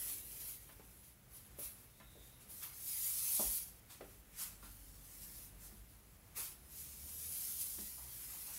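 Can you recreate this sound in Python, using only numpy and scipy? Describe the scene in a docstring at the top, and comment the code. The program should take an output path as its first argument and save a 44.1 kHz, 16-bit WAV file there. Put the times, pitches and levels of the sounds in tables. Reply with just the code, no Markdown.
"""A plastic broom sweeps scraps over a wooden floor in a small furnished room.
In long strokes and short dabs, its bristle tips flick, the shafts swish and pressed bristles scrape.
Landing bristles and pushed scraps rasp, the broom squeaks once, and its head and shoes knock on wood.
Traffic rumbles beyond the window, over soft room hiss, a low hum and a thin high whine."""
import sys
import numpy as np
from scipy import signal
from scipy.fft import rfft, irfft, next_fast_len
from scipy.io import wavfile
from scipy.ndimage import uniform_filter1d

SR = 44100
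rng = np.random.default_rng(int(sys.argv[2]) if len(sys.argv) > 2 else 0)


def digitize_waveform(pressure):
    """Quantize a signal to 16-bit integers and store it at the path in sys.argv[1].

    Rows of a 2-D input are taken as channels; values are limited to [-1, 1].
    """
    field = np.atleast_2d(pressure).T
    bounded = np.clip(field, -1, 1)
    quanta = np.round(bounded * 32767).astype(np.int16)
    wavfile.write(sys.argv[1], SR, quanta)


N = 378378
TIME = np.arange(N) / SR
FREQS = np.fft.rfftfreq(N, 1 / SR)


def bristles():
    """The sweeping sound: tips, shafts and pressed bristles share one unsteady grip on the wood."""
    grip = drift(rate=20)
    flicking, swishing, scraping = tips(grip), shafts(grip), scrape(grip)
    moves = long_strokes() + dabs() + [trailing()]
    tips_gain, shafts_gain, scrape_gain = bristle_gains(moves)
    return flicking * tips_gain + swishing * shafts_gain + scraping * scrape_gain


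# Tone of the flicking tips: f/Hz, relative level/dB
TIP_SPECTRUM = [(3000, -51.5), (6500, -21), (8200, -24), (9000, -9), (10000, -4), (11200, -2), (12500, -4),
                (14000, -5.5), (15700, -8.5)]
def tips(grip):
    """Thousands of tips slip free each second in a bright hiss; now and then one snags and snaps."""
    hiss = colour(room(flicks(per_s=9000, spread_db=0.5, blur_db=-12), wet_db=-11), TIP_SPECTRUM)
    hiss = tufts(hiss, patchy_db=2, patch_hz=294, patch_s=0.062) * amp(0.5 * grip + 1)
    snaps = colour(flicks(per_s=15, spread_db=2, blur_db=-40), TIP_SPECTRUM)
    return hiss + amp(-20) * snaps


# Tone of the bending shafts: f/Hz, relative level/dB
SHAFT_SPECTRUM = [(1200, -56), (2500, -15), (3800, -9.5), (5000, -4.5), (6000, -3), (7200, -2.5),
                  (8500, -1), (10500, -9), (15000, -12)]
def shafts(grip):
    """The bristle shafts swish as they bend, a little lower than the tips."""
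    swish = colour(room(flicks(per_s=7000, spread_db=2.5, blur_db=-0.5), wet_db=-12.5), SHAFT_SPECTRUM)
    return tufts(swish, patchy_db=2.5, patch_hz=280, patch_s=0.073) * amp(0.94 * grip + 1.94)


# Tone of bristles pressed on the wood: f/Hz, relative level/dB
SCRAPE_SPECTRUM = [(150, -39), (400, -15.5), (700, -6.5), (1200, -0.5), (1600, -1.5), (2100, 3.5),
                   (3000, 1), (4200, 1.5), (7000, -10.5), (14000, -26)]
def scrape(grip):
    """Bristles pressed against the floor make a lower, rougher sound."""
    grit = colour(room(flicks(per_s=5000, spread_db=3, blur_db=-2), wet_db=-9.5), SCRAPE_SPECTRUM)
    return tufts(grit, patchy_db=3, patch_hz=220, patch_s=0.068) * amp(0.78 * grip + 2.13)


def flicks(per_s, spread_db, blur_db):
    """Clicks of bristles slipping free, many small and a few large, over the blur of their echoes."""
    size = amp(spread_db * np.minimum(rng.exponential(1, N), 5))
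    clicks = size * rng.choice([-1, 1], N) * (rng.random(N) < per_s / SR)
    return unit(unit(clicks) + amp(blur_db) * rng.standard_normal(N))


def tufts(x, patchy_db, patch_hz, patch_s):
    """Tufts bend and ring differently as they travel, so patches of the tone come and go."""
    hz, t, slices = signal.stft(x, SR, nperseg=512, noverlap=384)
    patches = rng.standard_normal(slices.shape)
    patches = uniform_filter1d(patches, max(1, round(patch_hz / hz[1])), axis=0)
    patches = uniform_filter1d(patches, max(1, round(patch_s / t[1])), axis=1)
    slices = slices * amp(patchy_db * unit(patches))
    return unit(signal.istft(slices, SR, nperseg=512, noverlap=384)[1][:N])


# How hard the broom is pushed, one list of points per stroke: t/s, effort/dB
STROKE_EFFORTS = [
    [(0.0, -44.5), (0.122, -44), (0.224, -54.5), (0.414, -50.5), (0.498, -47), (0.602, -60), (0.728, -62.5),
     (0.8, -79)],
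    [(2.73, -58), (2.882, -44.5), (2.962, -43), (3.072, -39), (3.158, -42.5), (3.382, -36.5),
     (3.494, -40.5), (3.554, -38.5), (3.608, -45), (3.746, -66.5), (3.8, -65)],
    [(4.6, -66), (4.652, -60), (4.958, -64), (5.23, -55.5), (5.454, -56.5), (5.534, -68.5), (5.56, -69)],
    [(6.65, -73), (6.72, -56.5), (6.816, -51), (6.932, -57), (7.0, -55.5)],
    [(7.0, -55.5), (7.102, -51), (7.418, -44.5), (7.58, -47), (7.616, -41), (7.654, -45.5), (7.964, -51),
     (8.08, -55.5)],
    [(8.08, -55), (8.156, -51.5), (8.58, -49.5)],
]
# How the broom leans in each stroke: extra shaft bend/dB, extra floor pressure/dB
STROKE_LEANS = [(-2, 1.5), (0, -2), (1, -1.5), (2, -2), (0.5, -1.5), (0, 2.5)]
def long_strokes():
    """Each long stroke is one move of the broom: (effort over time, bend, pressure), all in dB."""
    return [(np.interp(TIME, *np.transpose(path), left=-200, right=-200), bend, pressure)
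            for path, (bend, pressure) in zip(STROKE_EFFORTS, STROKE_LEANS)]


# Short dabs: full contact t/s, rise/s, hold/s, effort/dB, extra bend/dB, extra pressure/dB
DAB_MOVES = [ (0.85, 0.08, 0.06, -64.5, -7, -1), (1.348, 0.062, 0.023, -55.5, -3, 0),
             (1.45, 0.03, 0.004, -63, -8, 3), (1.593, 0.015, 0.018, -48, -3, -4),
             (1.626, 0.057, 0.026, -46.5, -2.5, 0.5), (1.84, 0.03, 0.0066, -63, -4, 2.5),
             (2.413, 0.04, 0.011, -64.5, 5, 4.5), (2.505, 0.04, 0.18, -53.5, -1, -3.5),
             (2.63, 0.017, 0.011, -47, -3, 6.5), (3.907, 0.023, 0.027, -60, 4.5, 9.5),
             (4.411, 0.059, 0.0035, -43.5, 3.5, 5.5), (4.645, 0.046, 0.035, -65, 1, 10),
             (5.638, 0.084, 0.022, -56.5, 2, 0), (6.37, 0.023, 0.067, -45, 1.5, 5), ]
def dabs(rise_db=19, lift_db_per_s=149):
    """Each dab is a quick move that swells, holds, and fades as the broom lifts off."""
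    moves = []
    for s, rise, hold, effort, bend, pressure in DAB_MOVES:
        landing = rise_db * np.maximum(s - TIME, 0) / rise
        leaving = lift_db_per_s * np.maximum(TIME - s - hold, 0)
        moves.append((effort - landing - leaving, bend, pressure))
    return moves


# When the broom is almost clear of the floor: from t/s, to t/s
LIFT_TIMES = [(1.15, 1.33), (5.8, 6.08)]
def trailing(rest_db=-68, sway_db=2.5, lift_db=-6, ease_s=0.14):
    """The move between strokes: the bristles trail lightly, and more lightly still while lifted."""
    lifted = np.any([(TIME > start) & (TIME < end) for start, end in LIFT_TIMES], axis=0)
    eased = uniform_filter1d(lifted * 1.0, round(ease_s * SR))
    return rest_db + sway_db * drift(rate=3.7) + lift_db * eased, 0, 0


def bristle_gains(moves, usual_effort_db=-48):
    """More effort makes tips, shafts and scrape louder, each at its own rate; the strongest move leads."""
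    levels = []
    for effort, bend, pressure in moves:
        push = effort - usual_effort_db
        tips_db = -47.5 + push
        shafts_db = -56 + 0.94 * push + bend
        scrape_db = -66.5 + 0.76 * push + pressure
        levels.append((tips_db, shafts_db, scrape_db))
    return uniform_filter1d(amp(np.max(levels, axis=0)), size=200)


# Low rasps of scraps pushed over the floor, and one soft thump as the broom lands (second row):
# t/s, level/dB, centre f/Hz, rise/s, decay/s
SCRAP_PUSHES = [(0, -68.5, 345, 0.0091, 0.65), (6.369, -60.5, 377, 0.011, 0.035),
                (7.97, -64, 898, 0.013, 0.098), (8.27, -67, 1018, 0.041, .12),
                (8.475, -63.5, 970, 0.0071, 0.039)]
def rasps():
    """Bristles rasp as they land in a dab, pushed scraps rasp lower, and once the broom thumps softly."""
    t = np.arange(SR) / SR
    grains = flicks(per_s=3000, spread_db=3.5, blur_db=-3.5)
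    *_, scrape_gain = bristle_gains(dabs())
    out = unit(band(grains, centre_hz=1170, octaves=0.47)) * amp(-5.5) * scrape_gain  # the dabs
    for s, db, hz, rise, decay in SCRAP_PUSHES:
        stretch = np.roll(grains, -round(s * SR))[:len(t)]
        envelope = np.minimum(t / rise, 1) * np.exp(-np.maximum(t - rise, 0) / decay)
        add(out, s, amp(db) * unit(band(stretch, hz, octaves=0.56)) * envelope)
    return out


# Knocks, with levels relative to each other: t/s, thud/dB, clack/dB, tick/dB, clack f/Hz, clack decay/s
FLOOR_KNOCKS = [ (0.691, -56, -55, -44, 800, 0.007), (0.795, -45, -43, -51, 594, 0.01),
                (1.586, -43, -35.5, -50, 535, 0.0048), (2, -46.5, -50, -45, 1400, 0.011),
                (2.152, -59, -42, -68, 444, 0.0043), (3.394, -31.5, -27, -45, 675, 0.0076),
                (4.007, -42, -29.5, -42.5, 443, 0.0069), (4.627, -47.5, -47, -53, 1183, 0.021),
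                (5.722, -50, -55, -65.5, 349.7, 0.015), (7.783, -41, -51.5, -44, 650, 0.023), ]
def knocks(level_db=-14, bounce_s=0.012, boom_delay_s=0.05):
    """The broom head or a shoe hits the floor: a hard tick, a clack, and a thud as the boards give."""
    out = np.zeros(N)
    for s, thud_db, clack_db, tick_db, clack_hz, decay_s in FLOOR_KNOCKS:
        add(out, s, amp(tick_db) * blow(hz=1500, octaves=1, decay_s=0.017, ring_db=-5))
        add(out, s, amp(thud_db) * blow(hz=232, octaves=0.42, decay_s=0.019))
        for delay, softer_db in [(0, 0), (bounce_s, -5)]:  # the clack bounces once
            clack = blow(clack_hz, octaves=0.52, decay_s=decay_s)
            add(out, s + delay, amp(clack_db + softer_db) * clack)
        boom = blow(hz=50, octaves=0.11, decay_s=0.041)  # the whole floor answers the thud
        add(out, s + boom_delay_s, amp(thud_db - 4) * boom)
    return amp(level_db) * room(out, wet_db=-5)


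# Notes the boards and broom head ring with: f/Hz, relative level/dB, time to fade by 60 dB/s
BOARD_NOTES = [(208, -4, 0.146), (273, -11.5, 0.033), (338, -10, 0.077), (390.5, 3.5, 0.1),
               (421, 6.5, 0.059), (560, 8.5, 0.046), (625, -13, 0.12), (660, -1, 0.16), (817, -5, 0.081),
               (920, -13.5, .1), (1025, -9, 0.091), (1160, -10, 0.12), (1380, -6, .1), (1830, -14, 0.11)]
def blow(hz, octaves, decay_s, ring_db=-3, contact_s=0.0014):
    """One hit: a short clatter plus the ring of the boards, both around hz (lower for a softer hit)."""
    t = np.arange(SR // 2) / SR
    ring = sum(amp(db - 60 * t / fade_s) * np.sin(2 * np.pi * (f * t + rng.random()))
               for f, db, fade_s in BOARD_NOTES)
    clatter = unit(band(rng.standard_normal(len(t)), hz, octaves)) * np.exp(-t / decay_s)
    ring = band(np.pad(ring, (0, len(t))), hz, octaves)[:len(t)]
    ring = unit(ring) * np.std(clatter) * amp(ring_db)
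    return (clatter + ring) * np.minimum(t / contact_s, 1)


def squeak(pitch_hz=3780, waver_hz=45, level_db=-72):
    """Rubbing makes a thin, fuzzy tone that swells and fades as the broom is drawn back."""
    phase = 2 * np.pi * np.cumsum(pitch_hz + waver_hz * drift(rate=5.9)) / SR
    core, rub = (drift(rate) + 1j * drift(rate) for rate in (110, 300))  # a narrow band in a wider one
    tone = unit(((core + 0.94 * rub) * np.exp(1j * phase)).real)
    return tone * amp(level_db) * arch(s=1.87, length=0.62)


# A distant engine: t/s, firing rate f/Hz, level/dB
ENGINE_PATH = [(0, 52.1, -65.5), (.75, 52.7, -66), (1.1, 60.2, -75), (3.7, 49.9, -77), (4.7, 46.24, -60),
               (6.199, 51, -65), (6.65, 62.1, -66.5), (7.0, 74, -63.5), (7.3, 79.65, -61), (7.6, 72.7, -70),
               (8, 62, -64.5), (8.58, 54.9, -72)]
# Its tones: multiple of the firing rate, relative level/dB
ENGINE_TONES = [(1, 9), (2, -1.5), (3, -16.5), (4, -11), (5, -15), (6, -10.5)]
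def traffic():
    """Only an engine's lowest tones get through the window, each fading in and out."""
    s, hz, db = np.transpose(ENGINE_PATH)
    firing_hz = np.interp(TIME, s, hz) * (1 + 0.0273 * drift(rate=8.6))
    phase = 2 * np.pi * np.cumsum(firing_hz) / SR
    rumble = sum(amp(tone_db + 3.3 * drift(rate=7.9)) * np.sin(k * phase) for k, tone_db in ENGINE_TONES)
    return unit(rumble) * amp(np.interp(TIME, s, db))


# Tone of the quiet room: f/Hz, relative level/dB
AIR_SPECTRUM = [(15, -30), (25, -9.5), (53, -4.5), (107, -8.5), (204, -13), (247, -18), (282, -17.5),
                (369, -20.5), (411, -21), (785, -24.5), (1060, -26.5), (2070, -27), (4520, -34.5),
                (11600, -33), (15600, -28.5)]
def still_air(level_db=-63):
    """The room's own low wash and hiss, swaying gently in level."""
    return colour(rng.standard_normal(N), AIR_SPECTRUM) * amp(level_db + drift(rate=2.1))


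def hum(pitch_hz=118.1, level_db=-74, fade_from_s=3.54, fade_db_per_s=29):
    """A low wavering hum from outside holds for a while, then dies away."""
    tone = np.sqrt(2) * np.sin(2 * np.pi * pitch_hz * TIME + 3.2 * drift(rate=2.1))
    return tone * amp(level_db - fade_db_per_s * np.maximum(TIME - fade_from_s, 0))


# Moments when the whine grows louder: start t/s, length/s, level/dB
WHINE_RISES = [(0.606, 0.8, -77), (2.054, 0.74, -76), (5.451, 0.97, -81)]
def whine(pitch_hz=11240, base_db=-85):
    """A thin, high, wavering whine that comes and goes."""
    tone = np.sqrt(2) * np.sin(2 * np.pi * pitch_hz * TIME + 1.7 * drift(rate=17))
    swells = sum(amp(db) * arch(s, length) for s, length, db in WHINE_RISES)
    return tone * amp(2.5 * drift(rate=5.7)) * (amp(base_db) + swells)


# How long the room echoes: f/Hz, time to fade by 60 dB/s
ECHO_TIMES = [(150, 0.49), (500, 0.26), (2000, 0.44), (8000, 0.097), (15000, 0.14)]
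def room(x, wet_db):
    """Adds scattered room echoes at wet_db against the direct sound; each pitch fades at its own speed."""
    length = SR // 2
    echoes = rng.standard_normal(length) * (rng.random(length) < 0.1)
    echoes *= np.arange(length) > 150  # a short gap before the first echo
    hz, t, slices = signal.stft(echoes, SR, nperseg=256)
    fade = amp(-60 * t / read(ECHO_TIMES, hz)[:, None])
    tail = signal.istft(slices * fade, SR, nperseg=256)[1]
    reverb = signal.fftconvolve(x, tail / np.linalg.norm(tail))[:N]
    wet = amp(wet_db)
    return (x + wet * reverb) / np.sqrt(1 + wet ** 2)


def amp(db):
    """Turns decibels into a gain to multiply by."""
    return 10 ** (np.asarray(db) / 20)


def unit(x):
    """Scales x to an average (rms) level of 1."""
    return x / np.sqrt(np.mean(x ** 2) + 1e-20)


def read(points, hz):
    """Looks up a table between its rows, with frequency spaced in octaves."""
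    f, value = np.transpose(points)
    return np.interp(np.log(hz + 1), np.log(f + 1), value)


def colour(x, spectrum):
    """Shapes the tone of x with a spectrum table, at level 1."""
    return unit(irfft(rfft(x) * amp(read(spectrum, FREQS)), N))


def band(x, centre_hz, octaves):
    """Keeps a bell-shaped band of frequencies around a centre."""
    hz = np.fft.rfftfreq(len(x), 1 / SR) + 1
    return irfft(rfft(x) * np.exp(-0.5 * (np.log2(hz / centre_hz) / octaves) ** 2), len(x))


def drift(rate):
    """A smooth random wobble of level 1, up to about `rate` times a second."""
    spectrum = rfft(rng.standard_normal(2 * next_fast_len(N // 2 + 1)))
    hz = np.linspace(0, SR / 2, len(spectrum))
    return unit(irfft(spectrum * np.exp(-0.5 * (hz / rate) ** 2))[:N])


def arch(s, length):
    """One smooth swell from zero to one and back, starting at s seconds."""
    return np.sin(np.pi * np.clip((TIME - s) / length, 0, 1))


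def add(mix, s, sound):
    """Mixes a sound in at s seconds."""
    part = mix[max(round(s * SR), 0):][:len(sound)]
    part += sound[:len(part)]


def scene():
    """Everything is heard from one spot, alike in both ears."""
    mono = bristles() + rasps() + knocks() + squeak() + traffic() + still_air() + hum() + whine()
    return np.array([mono, mono])


def record(dry, low_hz=36, high_hz=15780):
    """The microphone drops the deepest bass and the highest treble."""
    thin = signal.sosfilt(signal.butter(4, low_hz, "highpass", fs=SR, output="sos"), dry)
    treble_cut = signal.firwin(801, high_hz, window=("kaiser", 9), fs=SR)
    return signal.oaconvolve(thin, treble_cut[None], "same")


dry = scene()
out = record(dry)
digitize_waveform(out)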